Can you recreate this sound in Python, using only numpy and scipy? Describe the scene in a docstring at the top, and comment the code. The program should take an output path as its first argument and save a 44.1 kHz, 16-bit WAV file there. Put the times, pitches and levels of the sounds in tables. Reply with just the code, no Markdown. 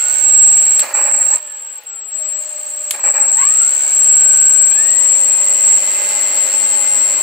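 """In a room, close to the microphone, a model plane's brushless motor turns its propeller at low throttle.
The speed controller's switching makes the windings whine; blades and commutation put sidebands on the whine.
Twice a switch clicks: the motor brakes, chatters through a stall and runs up again.
After the first run-up it coasts down to an idle, and a finger scuffs; after the second the throttle opens further.
One shaft angle times the tones, the blades' swish and the bearing's ticks; filtered noise makes rub, hiss and air."""
import sys
import numpy as np
from scipy import signal
from scipy.fft import rfft, irfft
from scipy.io import wavfile
from scipy.ndimage import uniform_filter1d

SR = 44100
rng = np.random.default_rng(int(sys.argv[2]) if len(sys.argv) > 2 else 0)


def dump_mix(stems):
    """Bounce the given channels to the path in sys.argv[1] as a 16-bit WAV at rate SR."""
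    frames = np.atleast_2d(stems).T  # one column per channel
    limited = np.clip(frames, -1, 1)  # hard clip at full scale
    pcm = np.round(limited * 32767).astype(np.int16)
    wavfile.write(sys.argv[1], SR, pcm)


N = 318402
T = np.arange(N) / SR  # time [s]

STEPS_PER_TURN = 42  # commutation steps in one turn of the shaft
TOP_HZ = 2078  # commutation rate at top speed

# how well the motor radiates its magnetic and ripple tones: f/Hz, level/dB
MOTOR_RADIATION = [(100, -70), (500, -22), (1400, -3), (1800, 1), (2600, 0), (3300, -12), (5000, -12),
                   (5550, -2), (6150, 1), (6500, -1), (8000, 0), (16000, 0)]
# resonances of the foam body (up to 836 Hz) and peaks of the room's comb (from 1660 Hz): f/Hz, width/Hz,
# lift/dB
BODY_AND_ROOM_MODES = [(593.4, 80, 11), (836, 35, 9.5), (271.5, 18, 9), (1660, 73, 7), (1880, 45, 6.5),
                       (2120, 78, 4.5), (2388, 110, 7), (2654, 37, 3.5)]
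# relative spectrum of the clicks and the scuff: f/Hz, level/dB per Hz
CLICK_SPECTRUM = [(80, -55), (300, -27), (1000, -16), (1900, -2.5), (3700, 2), (5500, -6), (9000, 6),
                  (13500, -6.5), (16000, -12.5)]


def amp(db):
    """Amplitude ratio from level in decibels."""
    return 10 ** (np.asarray(db) / 20)


def evened(x):
    """Normalisation to an rms value of 1."""
    return x / np.sqrt(np.mean(abs(x) ** 2) + 1e-20)


def curves(table):
    """Linear interpolation in time: each column of a table at every sample."""
    s, *columns = np.transpose(table)
    return [np.interp(T, s, c) for c in columns]


def read(points, hz):
    """Linear interpolation of a spectrum on a log-frequency axis."""
    f, value = np.transpose(points)
    return np.interp(np.log(hz + 1), np.log(f), value)


def white():
    """White noise: two independent channels of equal power at all frequencies."""
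    return rng.standard_normal((2, N))


def wander(rate_hz):
    """Low-pass random process: complex noise of narrow bandwidth, independent in each ear."""
    hz = np.fft.fftfreq(N, 1 / SR)
    z = rng.standard_normal((2, N)) + 1j * rng.standard_normal((2, N))
    return evened(np.fft.ifft(z / (1 + (hz / rate_hz) ** 2)))


def tone(turns, sway, sway_hz=5, apart=1.0):
    """Multipath interference: a line, shifted in phase between the ears, sways as the room's reflections shift."""
    s = np.arange(0, T[-1] + 1, 1 / sway_hz)
    steady = np.exp(1j * (2 * np.pi * rng.random() + np.array([[0], [apart]])))  # apart [rad]
    reflections = (rng.standard_normal((len(s), 2, 2)) @ [1, 1j]).T
    paths = steady + sway * reflections
    envelope = np.array([evened(np.interp(T, s, p)) for p in paths])
    return envelope * np.exp(2j * np.pi * turns) * np.sqrt(2)  # the real part has rms 1


def coloured(source, colour, modes=()):
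    """Linear filtering: spectrum, resonances and fine room peaks, with coherence between the ears."""
    # likeness of the two ears: f/Hz, coherence/1
    likeness = [(60, 0.92), (600, 0.93), (1500, 0.64), (4000, 0.37), (15000, 0.1)]
    hz = np.fft.rfftfreq(N, 1 / SR)
    a, b = rfft(source)
    same = np.clip(read(likeness, hz), 0, 1)
    db = read(colour, hz)
    for f, width, lift in modes:
        db = db + lift / (1 + (2 * (hz - f) / width) ** 2)
    grid = np.arange(0, SR / 2, 28)
    db = db + 2 * np.interp(hz, grid, rng.standard_normal(len(grid)))  # room peaks, 2 dB rms at the grid points
    second = same * a + np.sqrt(1 - same ** 2) * b
    return evened(irfft(np.array([a, second]) * amp(db), N))


def commutation():
    """First-order lag: after each throttle move the speed closes in, partly fast and partly in a slow creep."""
    # throttle moves: t/s, commutation rate aimed at/Hz, time constant/s, share that creeps slowly/1
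    moves = [(0, 1533, .16, 0), (.82, 200, .045, 0), (1.175, 1558, .22, 0), (1.35, 0, 1.85, 0),
             (2, 590, .15, .4), (2.94, 200, .03, 0), (3.237, 1558, .178, .035), (4.71, 2078, .14, .2)]
    start_hz, creep_s = 1400, .9
    hz = np.full(N, float(start_hz))
    for s, aim_hz, lag_s, creep in moves:
        i = round(s * SR)
        age = T[:N - i]
        remaining = (1 - creep) * np.exp(-age / lag_s) + creep * np.exp(-age / creep_s)
        hz[i:] = aim_hz + (hz[i] - aim_hz) * remaining
    return hz


def coasting():
    """Freewheeling without drive torque: 1 while the propeller coasts, 0 otherwise."""
    return np.interp(T, [1.35, 1.4, 2.08, 2.18], [0, 1, 1, 0])


def drive():
    """Exponential transients: gains of whine, scatter and ripple rise or die down to each new state."""
    # controller states: from t/s, whine level/dB, part scattered by the blades (re whine)/dB, ripple level/dB
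    # in turn: low throttle, brake, stall, run-up, coast, drive cut, coast, idle, unsteady idle, idle,
    # brake, stall, pause, second try, run-up, low throttle, throttle opened, top speed
    states = [ (0, -11.5, -9, -36.5), (0.823, -30, -10, -60), (0.938, -10.5, -4.5, -55),
              (1.19, -11, -6.5, -35), (1.36, -29.5, -5, -64), (1.79, -50, -9.5, -66), (1.86, -28, -11, -54),
              (2.125, -20, -11, -38), (2.41, -23, -6, -37.5), (2.66, -20.5, -8, -35),
              (2.945, -24.5, -5, -55), (3.031, -10, 1, -52), (3.115, -23, -4, -55), (3.14, -12, -1.5, -48),
              (3.26, -13.5, -3, -39), (3.93, -10.5, -7, -33), (4.71, -11.5, -5.5, -38),
              (5.78, -15, -4, -36.5), ]
    rise_s, fall_s = 0.0021, 0.0077
    gains = amp(states[0][1:])[:, None] * np.ones(N)
    for s, *levels_db in states[1:]:
        i = round(s * SR)
        old, new = gains[:, i, None], amp(levels_db)[:, None]
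        lag_s = np.where(new > old, rise_s, fall_s)
        gains[:, i:] = new + (old - new) * np.exp(-T[:N - i] / lag_s)
    return gains


def hunting():
    """Beating of two tones as the controller hunts for the rotor: the beat slows and ends as it locks on."""
    # hunts: t/s, initial offset of the two beating tones/Hz, time to lock/s
    hunts = [(.93, 164.4, 0.24), (3.025, 114, 0.22)]
    beat_decay_s = 0.17
    share, beat_hz = np.zeros((2, N))
    for s, hz, lock_s in hunts:
        i = round(s * SR)
        age = T[:N - i]
        share[i:] = np.exp(-(age / lock_s) ** 6)
        beat_hz[i:] = hz * np.exp(-age / beat_decay_s)
    return share, np.cumsum(beat_hz) / SR


def whine(shaft, speed, scatter_db=0, fuzz_db=-4, ear_phase=0.96):
    """Modulation sidebands: windings sing at the switching rate; blades and commutation modulate the note."""
    # drift of the controller's clock: t/s, switching rate f/Hz
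    switching = [(0, 7640), (.8, 7639), (1.3, 7654), (2.9, 7655), (3.4, 7638), (5.5, 7638), (6.3, 7643),
                 (7.22, 7648)]
    # the microphone drifts through the whine's standing wave: t/s, left-right level/dB, level/dB
    standing_wave = [(0, -1, -5), (.13, -15, -3.5), (.38, -1, 5), (.75, -3, 0.5), (1.1, -6.5, -4),
                     (1.6, 0, 0), (2.3, 10.5, 0), (2.7, 5, -6), (3.63, 4.5, 2.5), (3.8, 9, -4.5),
                     (4.15, 2, 2), (4.75, 8.5, 0), (5.2, 17, 0), (5.57, 6.5, -1.5), (5.68, 2, 2.5),
                     (5.98, 4, -3.5), (6.4, 9, 0), (7.05, 14, 1.5), (7.22, 4, -2.5)]
    # sidebands from the turning blades: multiple of the blade rate/1, relative level/dB
    sidebands = [(-7, -15), (-6, -19), (-5, -15), (-4, -11), (-3, -5), (-2, -1), (-1, -2), (1, -9), (2, -8),
                 (3, -9), (4, -16), (5, -22), (6, -19), (7, -24)]
    # ripple tones: multiple of the switching rate/1, offset/shaft orders, relative level/dB
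    ripple_tones = [(1, 42, -1), (1, -42, -4), (1, 21, -14), (1, 84, -17), (1, -84, -19), (1, -126, -10),
                    (1, -168, -10), (1, -210, -8), (2, -14, -17), (2, -42, -20)]
    full_swing = .93  # amplitude the rounded swells approach

    level, blades, ripple = drive()
    pan_db, place_db = curves(standing_wave)
    share, beat_turns = hunting()
    clock = np.cumsum(curves(switching)[0]) / SR
    carrier = np.sqrt(2) * np.exp(2j * np.pi * clock)
    beat = np.sqrt(1 - share ** 2) + 1j * share * np.sqrt(2) * np.cos(2 * np.pi * beat_turns)

    # the ears lie apart in the standing wave
    ears = amp(np.array([pan_db, -pan_db]) / 2)
    ears = ears / np.sqrt(np.mean(ears ** 2, 0)) * np.exp(1j * np.array([[0], [ear_phase]]))
    ears = ears + (.1 + .25 * speed ** 4) * wander(rate_hz=9)  # the note flutters more at speed
    out = level * amp(place_db) * ears * beat * carrier

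    scatter = sum(amp(db) * tone(clock + 2 * k * shaft, sway=0.41, apart=1.79) for k, db in sidebands)
    scatter = np.sqrt(2) * evened(scatter)
    fuzz = carrier * wander(rate_hz=170)
    out += level * blades * (1 - 0.48 * share) * (amp(scatter_db) * scatter + amp(fuzz_db) * fuzz)
    out += level * amp(-30) * beat * tone(2 * clock, sway=0.4, sway_hz=20)  # the octave

    for m, k, db in ripple_tones:
        db = db - 25 * (1 - speed) ** 2 * max(abs(k) / STEPS_PER_TURN - 2, 0)  # the outer tones need speed
        turns = m * clock + k * shaft
        radiated_db = read(MOTOR_RADIATION, abs(np.gradient(turns)) * SR)
        out += ripple * amp(db + radiated_db) * tone(turns, sway=.7, sway_hz=20)
    # the loudest swells of the whine round off
    return out.real / (1 + (abs(out) / full_swing) ** 10) ** (1 / 10)


def rotor(shaft, step_hz):
    """Order-locked excitation: magnets pass stator teeth; the propeller's hum grows as a power of speed."""
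    # how strongly the mount radiates the cogging tone: f/Hz, level/dB
    cogging = [(400, -65), (560, -42), (600, -42), (640, -45), (900, -38), (1080, -32), (1280, -38),
               (1420, -38), (1490, -42), (1520, -51), (1531, -51), (1539, -38), (1750, -32), (1920, -36),
               (1995, -46), (2030, -40), (2055, -37.5)]
    # overtones of the cogging tone, fading towards top speed: multiple/1, relative level/dB
    cog_overtones = [(2, -13), (4, -14)]
    # magnetic tones before radiation: shaft order/1, level under power at top speed/dB, level coasting/dB
    magnetic_tones = [(21, -39, -70), (28, -49, -54), (48, -64, -56), (63, -41, -68), (84, -48, -52)]
    # how well the airframe radiates the coasting motor's tones: f/Hz, level/dB
    coast_radiation = [(400, -6), (520, -2), (600, 9), (720, -4), (900, 4), (1080, -1), (1280, 4),
                       (1500, -3), (1850, -4)]
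    # hum of the propeller and its unbalance at top speed: shaft order/1, level/dB
    hum_tones = [(2, -66), (3, -71.5), (4, -57), (5, -67), (6, -55), (7, -58.5), (8, -51.5), (11, -48),
                 (12, -45.5), (17, -49)]
    # partials of the rasp: multiple of the commutation rate/1, relative level/dB
    rasp_partials = [(1, 0), (1.5, -14), (2, -5), (2.5, -13), (3, -19), (4, -20)]

    steps, speed, free = STEPS_PER_TURN * shaft, step_hz / TOP_HZ, coasting()
    overtones = sum(amp(db) * tone(k * steps, sway=0.62, sway_hz=39.8) for k, db in cog_overtones)
    cog_gain = amp(read(cogging, step_hz) - 20 * free)  # 20 dB less while coasting
    cog = cog_gain * (tone(steps, sway=.45, sway_hz=44.7) + (1 - speed ** 2) * overtones)

    torque = np.clip(np.gradient(step_hz) * SR / 3000, 0, 1)  # from the acceleration
    load = speed ** 2 * (1 + 2 * torque)
    magnetic = 0
    for k, on_db, off_db in magnetic_tones:
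        hz = k * step_hz / STEPS_PER_TURN
        powered = amp(on_db + read(MOTOR_RADIATION, hz)) * load
        level = powered + amp(off_db + read(coast_radiation, hz)) * free
        magnetic = magnetic + level * tone(k * shaft, sway=1.0, sway_hz=20)

    # the hum is the same in both ears
    hum = speed ** 6.6 * sum(amp(db) * tone(k * shaft, sway=1.1, sway_hz=14)[0] for k, db in hum_tones)

    # hard acceleration makes the cogging rasp, most where it meets the motor mount's resonance
    mount_db = [(400, -47), (700, -53), (900, -3.0), (1060, 5.0), (1300, -8.5), (1800, -11.0)]
    mount = amp(read(mount_db, step_hz))
    rasp = sum(amp(db) * tone(k * steps, sway=2, sway_hz=170 * k) for k, db in rasp_partials)
    return (cog + magnetic + hum + amp(-26) * torque * mount * rasp).real


def shaking():
    """Transient envelope: each fit of shaking starts abruptly, sags exponentially and stops."""
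    # fits of shaking around a brake, stall and restart: t/s, length/s, level/dB before the sag
    fits = [(0.819, 0.11, -26.5), (0.942, 0.18, -24), (1.135, 0.24, -29), (2.933, .09, -32.5),
            (3.034, 0.072, -26.5), (3.133, 0.2, -27.5)]
    attack_s, sag_db_per_s, release_s = 0.0085, 32.5, 0.017
    level = np.zeros(N)
    for s, length, db in fits:
        age = np.maximum(T - s, 0)
        attack = np.minimum(age / attack_s, 1)
        release = np.exp(-np.maximum(age - length, 0) / release_s)
        level += attack * amp(db - sag_db_per_s * age) * release
    return level


def by_speed(law, speed):
    """Power law: noise amplitude grows as a power of the speed and drops when the motor coasts."""
    top_db, slope_db, coast_db = law
    return amp(top_db + slope_db * np.log10(speed) + coast_db * coasting())


def revolving(shaft, size=320):
    """Periodic surface roughness: the same small bumps of the bearing come round on every turn."""
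    bumps = signal.resample(rng.standard_normal((2, size)), 16 * size, axis=1)
    return evened(bumps[:, (shaft % 1 * bumps.shape[1]).astype(int)])


def airframe(shaft, speed, knocks_per_s=550, run_db=-1):
    """Forced resonance: the running motor rubs and hisses; stalled, it knocks against its foam body."""
    # relative spectra of rubbing, stall chatter and hiss: f/Hz, level/dB per Hz
    run_spectrum = [(30, -38), (100, -32), (200, -19.5), (350, -5.5), (550, -2.5), (1000, 0.5), (2000, -2),
                    (2800, 1.5), (3600, -3.5), (6000, -15.5)]
    stall_spectrum = [(30, -55), (120, -44), (250, -10), (550, -1.5), (950, 6.5), (1400, 1.5), (2000, 0.5),
                      (2700, 0), (3300, -17.5), (6000, -44)]
    hiss_spectrum = [(1500, -40), (3000, -10.5), (4200, 7), (5300, 1.5), (6500, 5), (8500, 9), (9600, 3),
                     (10700, -9), (13000, -0.5), (14200, -5.5), (15400, 8), (16000, -20.5)]
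    # the foam's main resonance, which the knocks of a stall ring hardest: f/Hz, width/Hz, lift/dB
    drum = [(598, 55, 5)]
    # resonances of the motor's bell in the hiss: f/Hz, width/Hz, lift/dB
    bell = [(4250, 130, 4), (4580, 130, 3.5)]
    # speed laws, rubbing before run_db: level at top speed/dB, slope/dB per tenfold speed, change coasting/dB
    rub_law = (-30.5, 20.7, -6)
    hiss_law = (-31, 20, -9.5)

    shake = shaking()
    knocks = (rng.random(N) < knocks_per_s / SR) * rng.uniform(0.41, 1, N)
    knocks = evened(signal.lfilter([1], [1, -np.exp(-1 / (0.0086 * SR))], knocks))  # each decays in 8.6 ms
    chatter = coloured(white() * (.5 + knocks), stall_spectrum, BODY_AND_ROOM_MODES + drum)

    swish = 1 + 0.12 * np.cos(4 * np.pi * shaft)  # two blades a turn
    rub = coloured(white() * swish + amp(-12) * revolving(shaft), run_spectrum, BODY_AND_ROOM_MODES)
    hiss_gain = by_speed(hiss_law, speed) + amp(-9.5) * shake
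    hiss = coloured(white() * swish, hiss_spectrum, bell) * hiss_gain
    # the hiss leans to the second channel
    return amp(run_db) * by_speed(rub_law, speed) * rub + shake * chatter + hiss * amp([[-.7], [.7]])


def wash(speed):
    """Aerodynamic noise: the blades throw back a low rush of air that grows as a power of speed."""
    # relative spectrum of the thrown-back air: f/Hz, level/dB per Hz
    wash_spectrum = [(30, -42), (70, -17), (130, -18), (200, -9.5), (350, -2), (600, 4), (850, -4.5),
                     (1500, -19)]
    top_db, power = -40, 4.6
    return amp(top_db) * speed ** power * coloured(white(), wash_spectrum, BODY_AND_ROOM_MODES)


def bearing(shaft, tick_db=-49, decay=0.057, half_turn=.4):
    """Periodic impact: a dry tick once a turn, with a weaker one half a turn later."""
    turn = shaft - np.interp(1.518, T, shaft)  # a tick falls at 1.518 s
    ticks = np.exp(-(turn % 1) / decay)  # decay [turns]
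    ticks = ticks + half_turn * np.exp(-((turn + .5) % 1) / decay)
    return amp(tick_db) * coloured(white() * ticks, [(2000, -12), (7000, -40), (11500, 10), (15500, 2)])


def room():
    """Stationary background noise: faint noise with the room's spectrum."""
    # relative spectrum of the room noise: f/Hz, level/dB per Hz
    room_spectrum = [(20, -20), (100, -1), (300, -1), (600, -38), (3000, 17), (8000, -17), (12000, -13),
                     (16000, -15)]
    return amp(-52.5) * coloured(white(), room_spectrum)


def switch(click_db=-1, snap_s=0.0018, ring_s=0.038, ring_db=-18, bounce_s=0.0032, bounce_db=-9):
    """Impulse response: a toggle snaps over, bounces once, and its plastic case rings briefly."""
    # switch clicks: t/s, level/dB before click_db
    clicks = [(.794, -8), (2.9085, -4.5)]
    # parts of one click: delay/s, level/dB, decay/s
    parts = (0, 0, snap_s), (bounce_s, bounce_db, snap_s), (0, ring_db, ring_s)
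    blows = np.zeros(N)
    for s, db in clicks:
        for delay, part_db, decay in parts:
            age = T - s - delay
            blows += (age >= 0) * amp(db + click_db + part_db) * np.exp(-abs(age) / decay)
    return blows * coloured(white(), CLICK_SPECTRUM)


def hand():
    """Friction noise with exponential decay: a finger scuffs the transmitter's case."""
    # the scuff: t/s, decay/s, level/dB
    scuff = (2.252, .025, -40)
    s, decay, db = scuff
    return amp(db) * (T >= s) * np.exp(-abs(T - s) / decay) * coloured(white(), CLICK_SPECTRUM)


def scene():
    """Superposition: the motor's layers share one shaft angle and speed, over faint room noise."""
    # nearness of the microphone to the propeller: t/s, level on rubbing, hiss, chatter and wash/dB
    nearness = [(0, 0.5), (.8, .5), (2.1, -.5), (3.6, 0.5), (4.3, 0), (5, -2.5), (5.6, -1.5), (6.1, 1.5),
                (7.22, -0.5)]
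    step_hz = uniform_filter1d(commutation(), size=600)  # the rotor's inertia rounds the corners
    shaft = np.cumsum(step_hz) / STEPS_PER_TURN / SR  # angle [turns]
    speed = step_hz / TOP_HZ
    air = amp(curves(nearness)[0]) * (airframe(shaft, speed) + wash(speed))
    motor = whine(shaft, speed) + rotor(shaft, step_hz) + air + bearing(shaft)
    return motor + room() + switch() + hand()


def record(dry):
    """Clipping and band limitation: full-scale limit, then a linear-phase low-pass."""
    edge_hz = 15800
    low_pass = signal.firwin(511, edge_hz, window=("kaiser", 9), fs=SR)
    return signal.oaconvolve(np.clip(dry, -1, 1), low_pass[None], "same")


dry = scene()
out = record(dry)
dump_mix(out)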